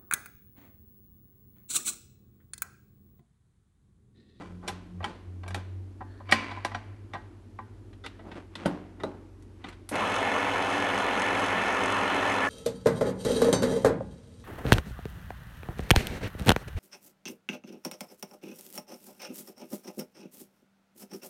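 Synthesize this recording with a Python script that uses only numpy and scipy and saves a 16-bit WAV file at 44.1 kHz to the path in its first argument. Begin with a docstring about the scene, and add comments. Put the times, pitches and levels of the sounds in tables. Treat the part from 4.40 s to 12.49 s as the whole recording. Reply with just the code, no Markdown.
"""Setting up and starting a stand mixer

A beater scrapes, clicks and snaps onto its shaft, grazing a steel bowl in a room with a tiled floor.
The head is lowered on a groaning hinge and locks. The switch ticks, then the motor hisses and the
gears rattle and whine steadily. The room hums faintly, and an engine drones far away."""
import sys
import numpy as np
from scipy import signal
from scipy.fft import rfft, irfft, next_fast_len
from scipy.io import wavfile
from scipy.ndimage import map_coordinates

SR = 44100
rng = np.random.default_rng(int(sys.argv[2]) if len(sys.argv) > 2 else 0)


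def log_audio(samples):
    """Write samples as a 16-bit WAV file to the path given in sys.argv[1]."""
    # one column per channel
    frames = np.atleast_2d(samples).T
    # limit to full scale, then quantise
    limited = np.clip(frames, -1, 1)
    pcm = np.round(limited * 32767).astype(np.int16)
    wavfile.write(sys.argv[1], SR, pcm)


N = 356769
TIME = np.arange(N) / SR
START_S, SPIN_UP_S = 5.51, .035   # when the motor starts, and how quickly it gathers speed
MAINS_HZ = 50

# The tone of the mixer's body under strain. Each row: frequency in Hz, relative level in dB.
CREAK = [(60, -37), (170, 2), (310, 5), (480, -5), (800, -5.5), (1500, -18), (4000, -34.5), (11000, -49)]


def from_db(db):
    """Turn decibels into a factor to multiply by."""
    return 10 ** (np.asarray(db) / 20)


def rms_one(x):
    """Scale a sound so that its average strength (rms) is 1."""
    return x / np.sqrt(np.mean(x ** 2) + 1e-20)


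def at_hz(points, hz):
    """Read between the rows of a table, giving every octave equal room."""
    f, value = np.transpose(points)
    return np.interp(np.log(hz + 1e-9), np.log(f), value)


def band(x, low, high, order=2):
    """Keep the part of a sound between two frequencies in Hz."""
    return signal.sosfilt(signal.butter(order, [low, high], "band", fs=SR, output="sos"), x)


def drift(per_s):
    """A smooth random wobble of strength 1 that takes about per_s new values a second."""
    coarse = TIME[::20]
    curve = map_coordinates(rng.standard_normal(4096), [coarse * per_s], order=3, mode="wrap")
    return rms_one(np.interp(TIME, coarse, curve))


def settle(start_s, time_s):
    """Rise from 0 at the start and close in on 1."""
    return 1 - np.exp(-np.maximum(TIME - start_s, 0) / time_s)


def die_away(t, t60):
    """A fade that falls by 60 dB in t60 seconds, the ring time."""
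    return np.exp(-np.log(1000) * t / t60)


def colour(x, spectrum, resonances=()):
    """Shape the tone of a sound with a broad curve and narrow peaks or dips, at strength 1."""
    size = next_fast_len(N)
    hz = np.arange(size // 2 + 1) * SR / size
    gain = from_db(at_hz(spectrum, hz))
    for centre, width, db in resonances:
        gain *= np.sqrt(1 + (from_db(db) ** 2 - 1) / (1 + (2 * (hz - centre) / width) ** 2))
    return rms_one(irfft(rfft(x, size) * gain, size)[:N])


def grains(per_s):
    """Tiny random impacts of uneven size."""
    return rms_one((rng.random(N) < per_s / SR) * rng.laplace(size=N))


def swells(pushes, rise_db_per_s=262):
    """The loudness of a series of pushes: each swells to its peak and fades at its own pace."""
    each_db = [db - np.maximum(rise_db_per_s * (s - TIME), fade * (TIME - s)) for s, db, fade in pushes]
    return from_db(np.max(each_db, axis=0))


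def far_engine(idle_hz=89.2, pull_away_s=.72, climb_hz_per_s=6.4):
    """A far engine idles, then speeds up evenly; at first its octave booms in the room."""
    # Loudness of the engine's note and of its octave. Each row: time in seconds, level in dB.
    note_levels = [(0, -60), (.33, -48), (.44, -64), (.62, -40), (.74, -65), (.81, -71), (.88, -40),
                   (1.2, -37.5), (1.48, -44), (1.56, -52), (1.7, -44.5), (2.55, -44.5), (3, -55.5),
                   (3.4, -49.5), (3.8, -65.5)]
    boom_levels = [(.64, -48), (.74, -66.5), (.92, -53.5), (1.2, -51), (1.5, -81)]
    hz = idle_hz + climb_hz_per_s * np.maximum(TIME - pull_away_s, 0)
    phase = 2 * np.pi * np.cumsum(hz) / SR
    note = from_db(np.interp(TIME, *np.transpose(note_levels))) * np.sin(phase)
    boom = from_db(np.interp(TIME, *np.transpose(boom_levels)) + 3.4 * drift(17)) * np.sin(2 * phase)
    throttle = from_db(1.3 * drift(13))
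    return np.sqrt(2) * throttle * (note + boom)


def room_tone(rumble_db=-53.5):
    """The room's faint steady hum and low rumble."""
    # Each row: frequency in Hz, level in dB (relative for the rumble).
    hum_tones = [(46.75, -58), (93.5, -52)]
    rumble = [(31, -37), (45, 4), (65, 3.5), (145, -10.5), (220, -1), (350, 2), (500, -13.5), (1000, -20.5),
              (2000, -27.5), (4000, -33), (11500, -40.5)]
    hum = sum(from_db(db) * np.sin(2 * np.pi * (hz * TIME + rng.random())) for hz, db in hum_tones)
    return np.sqrt(2) * hum + from_db(rumble_db) * colour(rng.standard_normal(N), rumble)


def add_room_echo(x, wet_db, build_s=0.0015):
    """Echoes off the tiles blur into a wash: each frequency band stores energy and lets it die away."""
    # How long the room rings. Each row: frequency in Hz, ring time in seconds.
    ring_times = [(150, 0.98), (500, 0.77), (2000, 0.9), (5000, 0.42), (11000, 0.14)]
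    out, edges = x, np.geomspace(100, 12000, 15)
    noise = rng.standard_normal((2, N))
    build = np.exp(-1 / (build_s * SR))
    for k, (low, high) in enumerate(zip(edges, edges[1:])):
        keep = from_db(-60 / (at_hz(ring_times, np.sqrt(low * high)) * SR)) ** 2
        energy = signal.lfilter([1 - keep], [1, -keep], band(x + 1e-9 * noise[0], low, high) ** 2)
        energy = signal.lfilter([1 - build], [1, -build], energy)
        out = out + from_db(wet_db) * np.sqrt(energy) * rms_one(band(noise[k % 2], low, high))
    return out


def rubbing(squeak_from_s=1.64, squeak_to_s=1.86, squeak_db=-60.5):
    """The beater rubs and slides up its shaft, the shaft squeaks once, and hands brush the housing."""
    # Each row: time of the hardest push in seconds, level in dB, fade in dB per second.
    rubs = [(0, -43.5, 108), (.29, -42, 137), (.68, -42, 162), (1.17, -42.5, 172), (2.755, -51, 150)]
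    slides = [(1.95, -36, 53)]
    hand_strokes = [(3.97, -46, 224), (4.2, -45, 80), (5.28, -46, 187)]
    # The tone of rubbing and of sliding. Each row: frequency in Hz, relative level in dB.
    friction = [(40, -25), (200, 14.5), (600, 6.5), (1000, -4.5), (1400, 2), (2200, -15), (3300, -9),
                (4600, -24), (6000, -19), (9500, -27), (11500, -44)]
    sliding = [(60, -19.5), (300, 11.5), (600, 1.5), (1100, 3), (2000, 0), (3100, -5.5), (4300, -14.5),
               (9500, -26.5), (11500, -45)]
    # Where the shaft and its socket sing. Each row: frequency in Hz, width in Hz, boost in dB.
    shaft = [(1026, 28, 16), (1520, 40, 5), (2000, 60, 8.5), (2330, 100, 13), (4620, 130, 13.5)]
    socket = [(1760, 94, 23), (4350, 140, 28)]
    rub = swells(rubs) * colour(grains(5300), friction, shaft)
    slide = swells(slides) * colour(grains(3300), sliding, shaft)
    hands = swells(hand_strokes) * colour(grains(3700), sliding)
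    pressure = np.clip(np.minimum(TIME - squeak_from_s, squeak_to_s - TIME) / 0.075, 0, 1)
    squeak = from_db(squeak_db) * pressure * colour(grains(3700), friction, socket)
    return rub + slide + hands + squeak


def hinge():
    """The hinge groans as it takes the weight of the head."""
    # Each row: time of the greatest strain in seconds, level in dB, fade in dB per second.
    groans = [(3.87, -43.5, 121), (3.98, -42, 290.5), (4.28, -33.5, 118), (4.665, -38.5, 132)]
    return swells(groans, rise_db_per_s=209) * colour(grains(3500), CREAK)


def struck_notes(notes, t):
    """A part rings after one blow; the grip of the hands shifts each note's pitch and strength."""
    hz, db, t60 = np.transpose(notes)[:, :, None]
    hz = hz * (1 + .015 * rng.standard_normal(hz.shape))
    strength = from_db(db + 2 * rng.standard_normal(hz.shape)) * rng.choice([-1, 1], hz.shape)
    return np.sum(strength * die_away(t, t60) * np.sin(2 * np.pi * hz * t), axis=0)


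def strikes(blows, notes, voice_db, loose=False, rebounds_per_s=180):
    """Each touch is a click and a brief scrape that set off a part's notes and a short rattle."""
    # The thud, knock, clack and tick bands. Each row: low edge in Hz, high edge in Hz.
    bands = [(150, 600), (600, 1300), (1300, 4000), (4000, 11000)]
    # A harder touch lifts the upper bands. Each entry: the share of the brightness that a band takes.
    bright_share = np.array([0.0049, 0, 0.39, 1])
    t = np.arange(SR // 4) / SR
    out, attack = np.zeros(N + len(t)), SR // 40
    rattle_fade = from_db(11) * die_away(t, 0.078) + from_db(12) * die_away(t, 0.015)
    for s, scrape_s, level_db, brightness, *_ in blows:
        band_db = level_db + np.array(voice_db) + brightness * bright_share
        touch = 0.0155 * rng.standard_normal(len(t)) ** 3 * np.exp(-(t / scrape_s) ** 2)
        touch[0] += (0.0052 / scrape_s) ** 2   # a glancing touch has less of a first click
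        if loose:   # a loose part bounces at uneven moments
            rebounds = (rng.random(len(t)) < rebounds_per_s / SR) * rng.uniform(-1.3, 1, len(t))
            touch += from_db(-11) * np.linalg.norm(touch) * rebounds * np.exp(-t / 0.019)
        # a touch with little tick is a soft one, so it loses more treble
        clack_db, tick_db = band_db[2:]
        cutoff_hz = np.clip(2600 * from_db(.8 * (tick_db - clack_db + 24)), 2000, 12000)
        touch = signal.sosfilt(signal.butter(2, cutoff_hz, fs=SR, output="sos"), touch)
        body = struck_notes(notes, t) + rattle_fade * rng.standard_normal(len(t))
        blow = signal.fftconvolve(touch, body)[:len(t)]
        start = int(s * SR)
        for (low, high), db in zip(bands, band_db):
            part = band(blow, low, high, order=3)
            out[start:start + len(t)] += from_db(db) * part / np.std(part[:attack])
    return out[:N]


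def ring_on(blows, notes):
    """Notes that outlast the blows: the harder the blow, the louder they ring."""
    clicks, out = np.zeros(N) + 1e-18, 0
    for s, _, level_db, *_ in blows:
        clicks[int(s * SR)] += from_db(level_db)
    for hz, db, t60 in notes:
        keep, angle = die_away(1 / SR, t60), 2 * np.pi * hz / SR
        ring = signal.lfilter([0, np.sin(angle)], [1, -2 * keep * np.cos(angle), keep ** 2], clicks)
        out = out + from_db(db) * band(ring, hz / 2, hz * 2)
    return out


def bowl():
    """The beater grazes the steel bowl, whose ring is damped by the dough."""
    # Each row: start in seconds, level in dB.
    taps = [(2.735, -42), (3.187, -58)]
    # The bowl's notes. Each row: frequency in Hz, relative level in dB, ring time in seconds.
    notes = [(1650, -6, 0.29), (1895, -2, .25), (1950, -1, 0.15), (2120, -4.5, 0.15), (2380, -17, 0.22)]
    return ring_on([(s, 0, db) for s, db in taps], notes)


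def beater():
    """The loose beater knocks on its shaft and snaps over its catch; gives the blows and their ring."""
    # Each row: start in seconds, scrape time in seconds, base level in dB, brightness in dB
    # and, for the knocks only, relative level of the hollow ring in dB.
    knocks = [(.002, 0.03, -48, -15, -18), (.228, 0.042, -48.5, -35, 2.5),
              (0.2771, 0.00903, -39.5, 14.5, 3), (.289, .009, -37.5, -13, 0), (.604, 0.015, -44.5, -22, -9),
              (.628, 0.0095, -44, -12, -9), (.642, 0.0082, -32, -2, 1), (1.034, 0.0062, -49, -6, 4),
              (1.061, .008, -49.5, -15, 0), (1.079, 0.0045, -47.5, 8.5, 1), (1.105, 0.0068, -46.5, 1, -4),
              (1.145, 0.0054, -36.5, 4.5, -3), (1.606, 0.014, -39.5, -35, 2),
              (1.801, 0.0096, -50.5, -39, 6.5), (2.111, 0.0086, -42, -5, 7.5), (2.168, 0.012, -46, -17, 13),
              (2.248, 0.003, -32, 3.5, 6.5), (2.316, 0.0065, -42.5, -10, 4), (2.347, 0.0062, -34, -5, 2),
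              (2.736, 0.0069, -40.5, -5, -13), (2.745, 0.011, -37, -18, 4), (3.188, 0.0061, -41, -19.5, 8)]
    snap = [(1.89, 0.017, -42, -6), (1.911, 0.019, -40.5, 17.5), (1.9228, 0.0049, -24, 6)]
    # Each list: dB added to the thud, knock, clack and tick.
    knock_voice = [-8, -1, -3, -15.5]
    snap_voice = [-7.5, 1, 2.5, -15]
    # Notes of the beater and shaft. Each row: frequency in Hz, relative level in dB, ring time in seconds.
    notes = [(225, -4.5, .2), (335, -6, .1), (555, -6, 0.039), (715, -2, 0.083), (806, 6, 0.055),
             (1140, 3.5, 0.028), (1614, 6, 0.059), (1942, 9.5, 0.028), (2303, 5, .05), (3480, -0.5, 0.014),
             (4800, -0.5, 0.022), (5660, 6.5, 0.04)]
    long_notes = [(865, -8.5, 0.28), (1160, -16, .28), (1550, -15, 0.26), (1870, -16, 0.22)]
    hollow_note = [(1012, 0, 0.0822)]
    shaft_notes = [(222.3, -5, 0.42), (278, -12.5, 0.87), (1047, -1.5, 0.22), (1894, 14.5, 0.047),
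                   (2250, -13, 0.62), (2340, -14.5, .64), (2552, -17, .4), (4720, -22, 0.48),
                   (6130, -29, .5)]
    blows = strikes(knocks, notes, knock_voice, loose=True) + strikes(snap, notes, snap_voice, loose=True)
    hollow = [(s + scrape_s / 2, scrape_s, db + hollow_db) for s, scrape_s, db, _, hollow_db in knocks]
    ring = ring_on(knocks, long_notes) + ring_on(hollow, hollow_note) + ring_on(snap[-1:], shaft_notes)
    return blows, ring


def head():
    """The head clicks, lands on its stop and locks; gives the blows and the ring of base and latch."""
    # Each row: start in seconds, scrape time in seconds, base level in dB, brightness in dB.
    clicks = [(3.53, 0.0068, -66.5, -5), (3.638, 0.023, -49.5, -7), (3.662, 0.0034, -47.5, -2),
              (3.789, 0.018, -53.5, -26), (3.915, 0.008, -50.5, -13), (4.154, 0.0054, -48, -1.5),
              (4.252, 0.039, -39.5, -23), (4.6, 0.0092, -51, -14), (5.024, 0.0045, -86.5, 22.5),
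              (5.241, 0.0059, -46.5, -12.5), (5.286, 0.0062, -58.5, 3.5), (5.326, 0.008, -62.5, -3),
              (5.555, 0.0031, -46.5, 2.5)]   # from the hand, tilt lever, speed knob and starting gears
    landing = [(4.2578, 0.0061, -30, -3.5)]
    locking = [(4.635, 0.0039, -33.5, -3.5)]
    # Each list: dB added to the thud, knock, clack and tick.
    click_voice = [-0.5, 1.5, 6, -5]
    landing_voice = [7, 0, -8, -13]
    locking_voice = [2, -2.5, -12, -19]
    # Notes of each part. Each row: frequency in Hz, relative level in dB, ring time in seconds.
    head_notes = [(182, -7, 0.17), (234, -8.5, 0.2), (282, -3, 0.16), (326, -5, 0.14), (443, -3, 0.074),
                  (611, -5.5, 0.041), (781, 1.5, 0.054), (920, 6, 0.035), (1234, -3.5, 0.098),
                  (1494, 6, 0.028), (1990, 8, 0.037), (3570, 4, 0.025)]
    base_notes = [(93.7, -2.5, 0.2), (188.4, -8.5, 0.72), (298, -5.5, 0.76), (443, -8, 0.14),
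                  (660, 0, 0.064)]
    latch_notes = [(378, 1, 0.28), (562, 1, 0.16), (630, 6, 0.08), (836, -9, 0.37), (3800, -6, 0.062),
                   (3990, -18, .17)]
    blows = strikes(clicks, head_notes, click_voice)
    blows += strikes(landing, head_notes, landing_voice)
    blows += strikes(locking, head_notes, locking_voice)
    return blows, ring_on(landing, base_notes) + ring_on(locking, latch_notes)


def switch(at_s=5.4905, level_db=-32.0, decay_s=0.0058):
    """The contacts snap shut with a thin tick and sizzle until the motor takes over."""
    # The tone of the tick. Each row: frequency in Hz, relative level in dB.
    spectrum = [(200, -33.5), (700, 1), (1800, -1), (7000, -4), (10000, 6), (12000, -2)]
    age = np.maximum(TIME - at_s, 0)
    tick = np.exp(-age / decay_s)
    sizzle = from_db(-17) * (1 - settle(START_S, SPIN_UP_S))
    return (age > 0) * from_db(level_db) * (tick + sizzle) * colour(grains(25000), spectrum)


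def brushes(load_db, level_db=-46.0, echo_s=0.02):
    """The motor's sparking brushes hiss, and echoes inside the housing ripple the sound."""
    # The tone of the hiss. Each row: frequency in Hz, relative level in dB.
    spectrum = [(2500, 1.5), (4400, 0.5), (6300, 5.5), (7900, -3), (9400, 0), (10400, -7.5), (11600, -13.5)]
    sparks_db = load_db + 1.5 * np.sin(2 * np.pi * MAINS_HZ * TIME) + 1.4 * drift(16)
    # now and then a gear tooth drops through its slack with a bright tick
    ticks = signal.lfilter([1], [1, -np.exp(-1 / (.004 * SR))], rng.random(N) < 9 / SR)
    hiss = grains(18000)
    t = np.arange(SR // 10) / SR
    echoes = rng.standard_normal(len(t)) * np.exp(-t / echo_s)
    hiss += from_db(3.5) * signal.fftconvolve(hiss, echoes / np.linalg.norm(echoes))[:N]
    return from_db(level_db) * colour(hiss * from_db(sparks_db + 10 * np.minimum(ticks, 1)), spectrum)


def tones(rows, cycles, waver):
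    """Tones at multiples of one repeating motion, each wavering with the load."""
    out = 0
    for multiple, db in rows:
        phase = 2 * np.pi * (multiple * cycles + rng.random()) + waver * drift(6.1)
        out = out + np.sqrt(2) * from_db(db) * (1 + waver * drift(7.4)) * np.sin(phase)
    return out


def whine(turns, age, mesh_s=0.24):
    """The gears start to sing as their teeth settle together, and the chopped mains current buzzes."""
    # Each row: multiple of the gear wheel's turning rate, base level in dB.
    gear_tones = [(5.5, -53), (6, -41), (8, -45.5), (9.5, -52.5), (15, -47), (17, -48.5), (22, -49),
                  (25, -48), (31.5, -49.5)]
    ringing_tone = [(38.5, -47)]   # sits on a note of the housing and surges with the load
    # Each row: multiple of the mains frequency, base level in dB.
    motor_tones = [(4, -50), (10, -47), (12, -46)]
    singing = from_db(-1) * tones(gear_tones, turns, waver=.15)
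    buzz = tones(motor_tones, MAINS_HZ * TIME, waver=0.29)
    surge = from_db(2 * drift(14) + 2.2 * age)
    ring = surge * tones(ringing_tone, turns + .02 * drift(45), waver=0.39)
    return settle(START_S, mesh_s) * (singing + ring) + buzz


def gear_rattle(turns, speed, load_db, level_db=-28.5, teeth=88, scatter=2.38):
    """Each gear tooth clicks and shakes the housing: its fit repeats every turn, its slack does not."""
    # The tone of the gears. Each row: frequency in Hz, relative level in dB.
    spectrum = [(100, -30), (160, -18.5), (185, -2.5), (335, -7), (400, -1), (700, -0.5), (1000, 2.5),
                (1250, -3), (1600, -8), (2600, -8.5), (3500, -12.5), (3780, -23), (4500, -29),
                (9000, -36.5)]
    # The housing's peaks and dips. Each row: frequency in Hz, width in Hz, boost or cut in dB.
    housing = [(290.3, 4.8, 14.5), (442.4, 14, 2), (1333, 51, 4), (1452, 52, 6.5), (1762, 62, 9),
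               (1970, 31, 4), (2163, 72, 7.5), (2650, 99, 6), (2755, 106, -16), (2960, 61, 3.5),
               (4100, 98, 11.5)]
    fit, place = rng.standard_normal(teeth), rng.random(teeth)
    tooth = np.arange(int(turns[-1]) * teeth)
    hit_at = np.searchsorted(turns, (tooth + place[tooth % teeth]) / teeth)
    hit_size = fit[tooth % teeth] + scatter * rng.standard_normal(N)[:len(tooth)]
    clicks = rms_one(np.bincount(hit_at, hit_size, N + 1)[:N]) + 0.3 * rng.standard_normal(N)
    rattle = colour(clicks * from_db(load_db / 2), spectrum, housing)
    rattle /= np.std(rattle[speed > .5])
    # each panel of the housing, one band here, rattles harder or softer as the load shifts
    out, edges = rattle, np.geomspace(150, 4800, 7)
    for low, high in zip(edges, edges[1:]):
        out = out + (from_db(1.5 * drift(24)) - 1) * band(rattle, low, high)
    return from_db(level_db) * out


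def mixer(wheel_hz=45.47, drone_hz=106.3, slack_s=0.0017, bite_s=0.011, growth_db_per_s=0.5):
    """The motor starts with a jolt and drives the gears, growing louder as the dough stiffens."""
    age = np.maximum(TIME - START_S, 0)
    speed = settle(START_S, SPIN_UP_S) * (1 + .003 * drift(5))
    turns = np.cumsum(speed) * wheel_hz / SR
    # rattle and hiss swell where the gear wheel runs tight once a turn
    load_db = 1.75 * (np.cos(2 * np.pi * turns) + np.cos(4 * np.pi * turns))
    drive = gear_rattle(turns, speed, load_db) + brushes(load_db) + whine(turns, age)
    drone = speed * tones([(1, -49.5)], drone_hz * TIME, waver=0.4)
    # the first twist takes up the slack and shakes the body
    jolt = settle(START_S, bite_s / 2) * from_db(-31.5) * np.exp(-age / 0.092)
    running = settle(START_S + slack_s, bite_s) * from_db(growth_db_per_s * age)
    return jolt * colour(grains(4000), CREAK) + running * (drive + drone)


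def scene():
    """The handling, the running mixer and the background, in one channel."""
    beater_blows, beater_ring = beater()
    head_blows, head_ring = head()
    blows = add_room_echo(beater_blows + head_blows, wet_db=-13.5)
    handling = blows + beater_ring + head_ring + bowl() + rubbing() + hinge()
    return (handling + switch() + mixer() + far_engine() + room_tone())[None]


def record(dry):
    """Cut the treble steeply above 11900 Hz."""
    return signal.sosfilt(signal.ellip(10, .2, 70, 11900, fs=SR, output="sos"), dry)


dry = scene()
out = record(dry)
log_audio(out)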